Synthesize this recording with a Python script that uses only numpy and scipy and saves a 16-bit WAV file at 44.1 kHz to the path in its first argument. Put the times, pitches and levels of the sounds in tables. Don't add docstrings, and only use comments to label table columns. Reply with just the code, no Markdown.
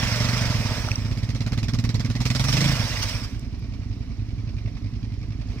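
import sys
import numpy as np
from scipy import signal
from scipy.fft import rfft, irfft, next_fast_len
from scipy.io import wavfile
from scipy.ndimage import uniform_filter1d

SR = 44100
rng = np.random.default_rng(int(sys.argv[2]) if len(sys.argv) > 2 else 0)


def transcribe(u):
    v = np.clip(np.atleast_2d(u).T, -1, 1)
    q = np.round(v * 32767).astype(np.int16)
    wavfile.write(sys.argv[1], SR, q)


def undo_db(level):
    steps = np.asarray(level, float) / 20
    return 10 ** steps


N = 246959
TIME = np.arange(N) / SR

# (time [s], speed [firings/s])
SPEED = [(0.0, 22.06), (0.38, 24.49), (0.71, 15.96), (0.96, 14.01), (1.16, 16.86), (1.49, 17.56),
         (1.71, 19.28), (2.13, 19.08), (2.52, 23.37), (2.62, 28.15), (2.75, 25.82), (2.88, 14.98),
         (3.1, 11.29), (3.45, 9.93), (3.53, 10.32), (4.44, 10.79), (5.42, 10.88), (5.6, 12.89)]
# (time [s], opening [0 shut - 1 wide])
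THROTTLE = [(0, .35), (.4, .38), (.55, .15), (1, .1), (1.3, .18), (2.13, .16), (2.25, .4), (2.45, .65),
            (2.6, 1), (2.7, .9), (2.8, .2), (3.1, 0), (5.6, 0)]
# (time [s], level of the gas puffs [dB])
CHARGE = [(0, -32.5), (.3, -31.5), (.6, -38), (.9, -43), (1.3, -38.5), (1.6, -35.5), (2, -34.5),
          (2.15, -36.5), (2.25, -28.5), (2.6, -26), (2.78, -35), (2.9, -46.5), (3.2, -48), (3.6, -47),
          (4.2, -49.5), (4.55, -44.5), (5.6, -46)]
# (frequency [Hz], level when shut [dB], gain wide open [dB], t60 [s])
PIPE = [
    (106, 0, 0, .14),
    (130, -22, 22, .12),
    (46, -9.5, 4, .13),
]
# (frequency [Hz], density [dB/Hz])
BARK = [(240, -35), (400, -3.5), (633, -2.5), (809, -5.5), (929, -5.5), (1020, -8), (1120, -3.5),
        (1640, -7), (1970, -0.5), (2550, -3), (2890, -6.5), (5410, 0), (8560, -20), (15600, -27.5)]
# (frequency [Hz], density [dB/Hz])
IDLE_BARK = [(290, -37), (500, -8), (620, -8), (804, -15.5), (1140, -13), (1470, -19.5), (2330, -8),
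             (3110, -16.5), (5370, -12.5), (7580, -33.5), (15600, -47)]
# (frequency [Hz], density [dB/Hz])
JET = [(4000, -40), (7500, 3), (11000, -13.5), (15600, -10)]
# (delay after firing [turns], frequency [Hz], level [dB], t60 [s])
TAPPETS = [
    (-.17, 6100, -48, .02),
    (.1, 2350, -50, .06),
    (.3, 5350, -55, .05),
]

# (time [s], speed [cycles/s])
TWIN_SPEED = [(0.0, 9.679), (0.7, 9.216), (1.4, 9.347), (2.1, 9.347), (2.8, 9.446), (3.5, 9.33),
              (4.2, 9.305), (4.9, 9.482), (5.6, 9.368)]
# (place in the cycle [0-1], level [dB])
TWIN_FIRE = [
    (.103, -2),
    (.465, 0),
]
# (frequency [Hz], level [dB], t60 [s], phase lead [turns])
TWIN_PIPE = [
    (52, -23.3, .18, .07),
    (105.5, -23, .12, .47),
    (240, -28.5, .08, .2),
]

# (full spray at [s], held [s], spray [dB], churn [dB], dying [dB/s])
SPINS = [
    (-.13, 0.93, -31, -33.5, 51),
    (2.55, 0.6, -31.5, -38, 87),
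]
# (time [s], level [dB])
SHOWERS = [
    (3.033, -30.5),
    (3.095, -39.5),
    (3.244, -41.5),
]
# (frequency [Hz], density [dB/Hz])
SPRAY = [(590, -29), (1000, -19.5), (1300, -14.5), (1680, -7), (2390, -5.5), (2750, -4), (4400, -6),
         (5350, 2), (6000, -3.5), (6810, -13.5), (7900, -13.5), (10500, -22.5), (15600, -21)]
# (frequency [Hz], density [dB/Hz])
CHURN = [(250, -29), (430, 0.5), (631, 6.5), (781, -4), (911, 2), (1490, 0), (2500, 1), (3250, -33),
         (5500, -120)]
# (time [s], peak level [dB], pitch [Hz], crack over ring [ratio])
DROPS = [(0.8868, -10, 1286, 0.094), (0.9153, -4.5, 2467, 0.067), (0.9566, -8, 5500, 0.1),
         (0.985, -28, 5500, .2), (3.029, -9, 5810, 0.17), (3.394, -29, 7400, 0.68), (3.5478, -40, 1280, .2),
         (3.594, -47, 11000, 1.5), (3.853, -40, 2160, .2), (5.5294, -38, 2224, .2), (5.5494, -48, 1050, .2)]

# (frequency [Hz], density [dB/Hz])
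MARSH = [(240, -2.5), (400, -4), (543, -14), (716, -9.5), (822, -17), (1120, -14), (1540, -19),
         (2220, -13.5), (3360, -20), (5490, -15.5), (6910, -29), (10400, -40), (15600, -42.5)]
# (frequency [Hz], density [dB/Hz])
RUMBLE = [(15, -30), (30, 0), (80, -4), (180, -3), (280, -6), (350, -20), (600, -60)]
# (frequency [Hz], left minus right [dB])
TILT = [(35, -6), (60, -4.5), (110, -3.0), (200, -2.5), (380, -2.5), (700, -2.5), (1290, -5.5),
        (2380, -7.5), (4400, -8), (8120, 1.5), (15000, -1.5)]
# (frequency [Hz], left-right likeness [0-1])
ALIKE = [(300, 0.82), (600, .98), (1000, 1), (2500, 0.83), (5000, 0.068), (9000, 0.077)]

IDLE_CHARGE_DB, IDLE_THUMP_DB, THUMP_GROWS = -45.5, -26.5, 0.5
STEEP_FROM_DB, STEEP_PER_DB, STEEP_TOP = -45, .09, .62
OVERTONE_HZ, OVERTONE_DB, OVERTONE_T60_S = 212, -9, .085
SNAP_TURNS, SNAP_S, SNAP_DB, SNAP_GONE = 1.25, .00045, -7.5, .36
JET_DB, JET_STEADY = -18, 0.59
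SPIN_RISE_DB_PER_S, SPIN_SAG_DB_PER_S, CHURN_LAG_S = 64, 5.5, 0.072
STIR_SPRAY_DB, STIR_CHURN_DB = -55, -55
SHOWER_S = 0.01
AIR_DB, RIPPLES_DB, RIPPLES_FADE_DB_PER_S = -49, -46.5, 2
SLOP_S, SLOP_LENGTH_S, SLOP_DB = 5.54, .06, -51.5


def unit(x):
    return x / np.sqrt(np.mean(x ** 2) + 1e-20)


def along(points, hz):
    f, value = np.transpose(points)
    return np.interp(np.log(hz + 1), np.log(f + 1), value)


def curve(rows, at=TIME):
    s, value = np.transpose(rows)
    return np.interp(at, s, value)


def filtered(x, response):
    m = next_fast_len(N + 8192)
    return irfft(rfft(x, m) * response(np.fft.rfftfreq(m, 1 / SR)), m)[..., :N]


def rush(spectrum, patchy_db):
    z = signal.stft(rng.standard_normal((2, N)), nperseg=256)[2]
    field = uniform_filter1d(rng.standard_normal(z.shape[1:]), size=2, axis=0)
    field = uniform_filter1d(field, size=8, axis=1)
    pair = signal.istft(z * undo_db(patchy_db * unit(field)), nperseg=256)[1][:, :N]

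    def mid_side(hz):
        turn = np.arccos(np.clip(along(ALIKE, hz), -1, 1)) / 2
        return undo_db(along(spectrum, hz)) * [np.cos(turn), np.sin(turn)]

    mid, side = filtered(pair, mid_side)
    return unit(np.array([mid + side, mid - side]))


def firings(speed, start):
    cycles = start + np.cumsum(curve(speed)) / SR
    return np.interp(np.arange(0, cycles[-1]), np.r_[start - 1, cycles], np.r_[-1 / speed[0][1], TIME])


def place(times, pulses):
    index = np.round(times * SR).astype(int)[:, None] + np.arange(pulses.shape[1])
    return np.bincount(index.ravel() + SR, pulses.ravel(), N + 2 * SR)[SR:N + SR]


def engine_load():
    return np.clip(8 * curve(THROTTLE), 0, 1)


def pipe_wave(t, throttle, heat, charge_db):
    swell = (1 - np.exp(-t / (.002 + .02 * throttle ** 1.7))) ** (2 + 2 * throttle)
    wave = 0
    for hz, db, open_db, t60 in PIPE:
        level = undo_db(db + open_db * throttle - 60 * t * heat ** 3.8 / t60)
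        wave = wave - level * np.sin(2 * np.pi * hz * heat * t)
    wave = wave * swell
    wave = wave / np.abs(wave).max(axis=1, keepdims=True)
    steep = np.clip(STEEP_PER_DB * (charge_db - STEEP_FROM_DB), 0, STEEP_TOP)
    wave = wave - steep * wave ** 2
    overtone = undo_db(OVERTONE_DB - 60 * t * heat / OVERTONE_T60_S) * np.cos(2 * np.pi * OVERTONE_HZ * heat * t)
    return wave + swell / swell[:, SR // 60, None] * overtone


def reflected_nick(t, throttle, heat):
    nick = np.exp(-((t - SNAP_TURNS / (PIPE[0][0] * heat)) / SNAP_S) ** 2 / 2)
    return np.clip(8 * throttle, 0, 1) * np.clip(2 - 2 * throttle / SNAP_GONE, 0, 1) * nick


def puff(s, rise, t60):
    return (s > 0) * (1 - np.exp(-np.abs(s) / rise)) * undo_db(-60 * np.abs(s) / t60)


def gas_noise(gate):
    load = engine_load()
    jet = undo_db(JET_DB) * np.clip(4 * curve(THROTTLE) - .8, 0, 1) * rush(JET, patchy_db=4.0)
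    jet = jet * (gate + JET_STEADY * uniform_filter1d(gate, size=SR // 20))
    bark = load * rush(BARK, patchy_db=3)
    tick = 0.86 * (1 - load) * rush(IDLE_BARK, patchy_db=3.5)
    return jet + gate * (bark + tick)


def single():
    fire = firings(SPEED, 1 / 2)
    charge_db = curve(CHARGE, fire)[:, None]
    throttle = curve(THROTTLE, fire)[:, None]
    chance = rng.standard_normal((len(fire), 4))
    t = np.arange(SR // 8) / SR
    heat = (1 + .36 * throttle) * (1 + .015 * chance[:, :1])
    thump_db = IDLE_THUMP_DB + THUMP_GROWS * (charge_db - IDLE_CHARGE_DB) + 5
    wave = pipe_wave(t, throttle, heat, charge_db)
    thump = place(fire, undo_db(thump_db + 1.3 * chance[:, 1:2]) * wave)
    thump = filtered(thump, lambda hz: (1j * hz / (25 + 1j * hz)) ** 2 / (1 + (hz / 350) ** 4))
    nick = reflected_nick(t, throttle, heat)
    thump = thump - place(fire, undo_db(thump_db + SNAP_DB + 2 * chance[:, 2:3]) * nick)

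    later = 0.1604 / curve(SPEED, fire)[:, None]
    first_puff = undo_db(np.minimum(40 * throttle - 4, 0)) * puff(t - .0035, .0005, .05)
    second_puff = undo_db(-2.5 + 1.5 * chance[:, 2:3]) * puff(t - .003 - later, .003, .1)
    gate = place(fire, undo_db(charge_db + 5.0 + 0.25 * chance[:, 3:]) * (first_puff + second_puff))
    return thump + gas_noise(gate)


def twin():
    t = np.arange(SR // 6) / SR
    ring = 0
    for hz, level, t60, lead in TWIN_PIPE:
        ring = ring + undo_db(level - 60 * t / t60) * np.sin(2 * np.pi * (hz * t + lead))
    ring = ring * (1 - np.exp(-t / .0012)) ** 2
    out = 0
    for at, db in TWIN_FIRE:
        fire = firings(TWIN_SPEED, 1 - .037 - at)
        chance = rng.standard_normal((len(fire), 2))
        out = out + place(fire + .0004 * chance[:, 0], undo_db(db + .8 * chance[:, 1:]) * ring)
    return out


def spin_db(full, held, dying):
    rise = np.minimum(SPIN_RISE_DB_PER_S * (TIME - full), 0)
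    sag = SPIN_SAG_DB_PER_S * np.clip(TIME - full, 0, held)
    return rise - sag - dying * np.maximum(TIME - full - held, 0)


def droplets():
    when, pitch, size = rng.random((3, 2200))
    t = np.arange(SR // 100) / SR
    hz = 700 * 9.5 ** pitch[:, None]
    strength = undo_db(-3.5 * np.log(size[:, None] + 0.00051))
    rings = np.sin(2 * np.pi * hz * t) * np.exp(-hz * t / 6) * strength
    return undo_db(-12) * unit(place(when * 3.6, rings))


def splash():
    stir = engine_load()
    spray = stir * undo_db(STIR_SPRAY_DB)
    churn = stir * undo_db(STIR_CHURN_DB)
    for s, held, spray_db, churn_db, dying in SPINS:
        spray = spray + undo_db(spray_db + spin_db(s, held, dying))
        churn = churn + undo_db(churn_db + spin_db(s + CHURN_LAG_S, held - CHURN_LAG_S, dying))
    for s, db in SHOWERS:
        spray = spray + undo_db(db) * np.exp(-((TIME - s) / SHOWER_S) ** 2)
    return churn * rush(CHURN, patchy_db=2.5) + spray * (rush(SPRAY, patchy_db=3.0) + droplets())


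def marsh_air():
    ripples = undo_db(RIPPLES_DB - 5 - RIPPLES_FADE_DB_PER_S * TIME)
    slop = undo_db(SLOP_DB) * np.exp(-((TIME - SLOP_S) / SLOP_LENGTH_S) ** 2)
    return (undo_db(AIR_DB - 4) + ripples + slop) * rush(MARSH, patchy_db=1.5)


def rumble():
    return undo_db(-40) * rush(RUMBLE, patchy_db=0.5)


def tappets():
    fire = firings(SPEED, 1 / 2)[1:]
    t = np.arange(SR // 16) / SR
    out = 0
    for turns, hz, db, t60 in TAPPETS:
        chance = rng.standard_normal((len(fire), 3))
        ring = np.sin(2 * np.pi * hz * (1 + 0.044 * chance[:, :1]) * t) * (1 - np.exp(-t / .002))
        moment = fire + (turns + .03 * chance[:, 1]) / curve(SPEED, fire)
        out = out + place(moment, undo_db(db + 2.5 * chance[:, 2:] - 60 * t / t60) * ring)
    return out


def drops():
    s, db, hz, crack = np.transpose(DROPS)
    t = np.arange(SR // 30) / SR
    ring = np.sin(2 * np.pi * hz[:, None] * t * (1 + 8 * t))
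    ring = ring + crack[:, None] * rng.standard_normal((len(s), len(t)))
    ring = ring + 0.6 * np.sin(2 * np.pi * 5600 * t)
    return place(s, undo_db(db[:, None] - 60 * t / 0.0078) * ring * (1 - np.exp(-t / 0.0012)))


def scene():
    engines = single() + twin()
    surroundings = marsh_air() + rumble()
    return engines + splash() + surroundings + tappets() * undo_db([[-6], [1]]) + drops()


def roll_off(x):
    return signal.sosfilt(signal.butter(12, 15710, fs=SR, output="sos"), x)


def record(dry):
    side = np.array([[1], [-1]]) / 2

    def microphones(hz):
        tilt = undo_db(side * along(TILT, hz))
        lead = np.exp(2j * np.pi * side * (hz * .000095 + 7 / (hz + 15)))
        return (hz < SR * .357) * tilt * lead

    return roll_off(filtered(dry, microphones))


dry = scene()
out = record(dry)
transcribe(out)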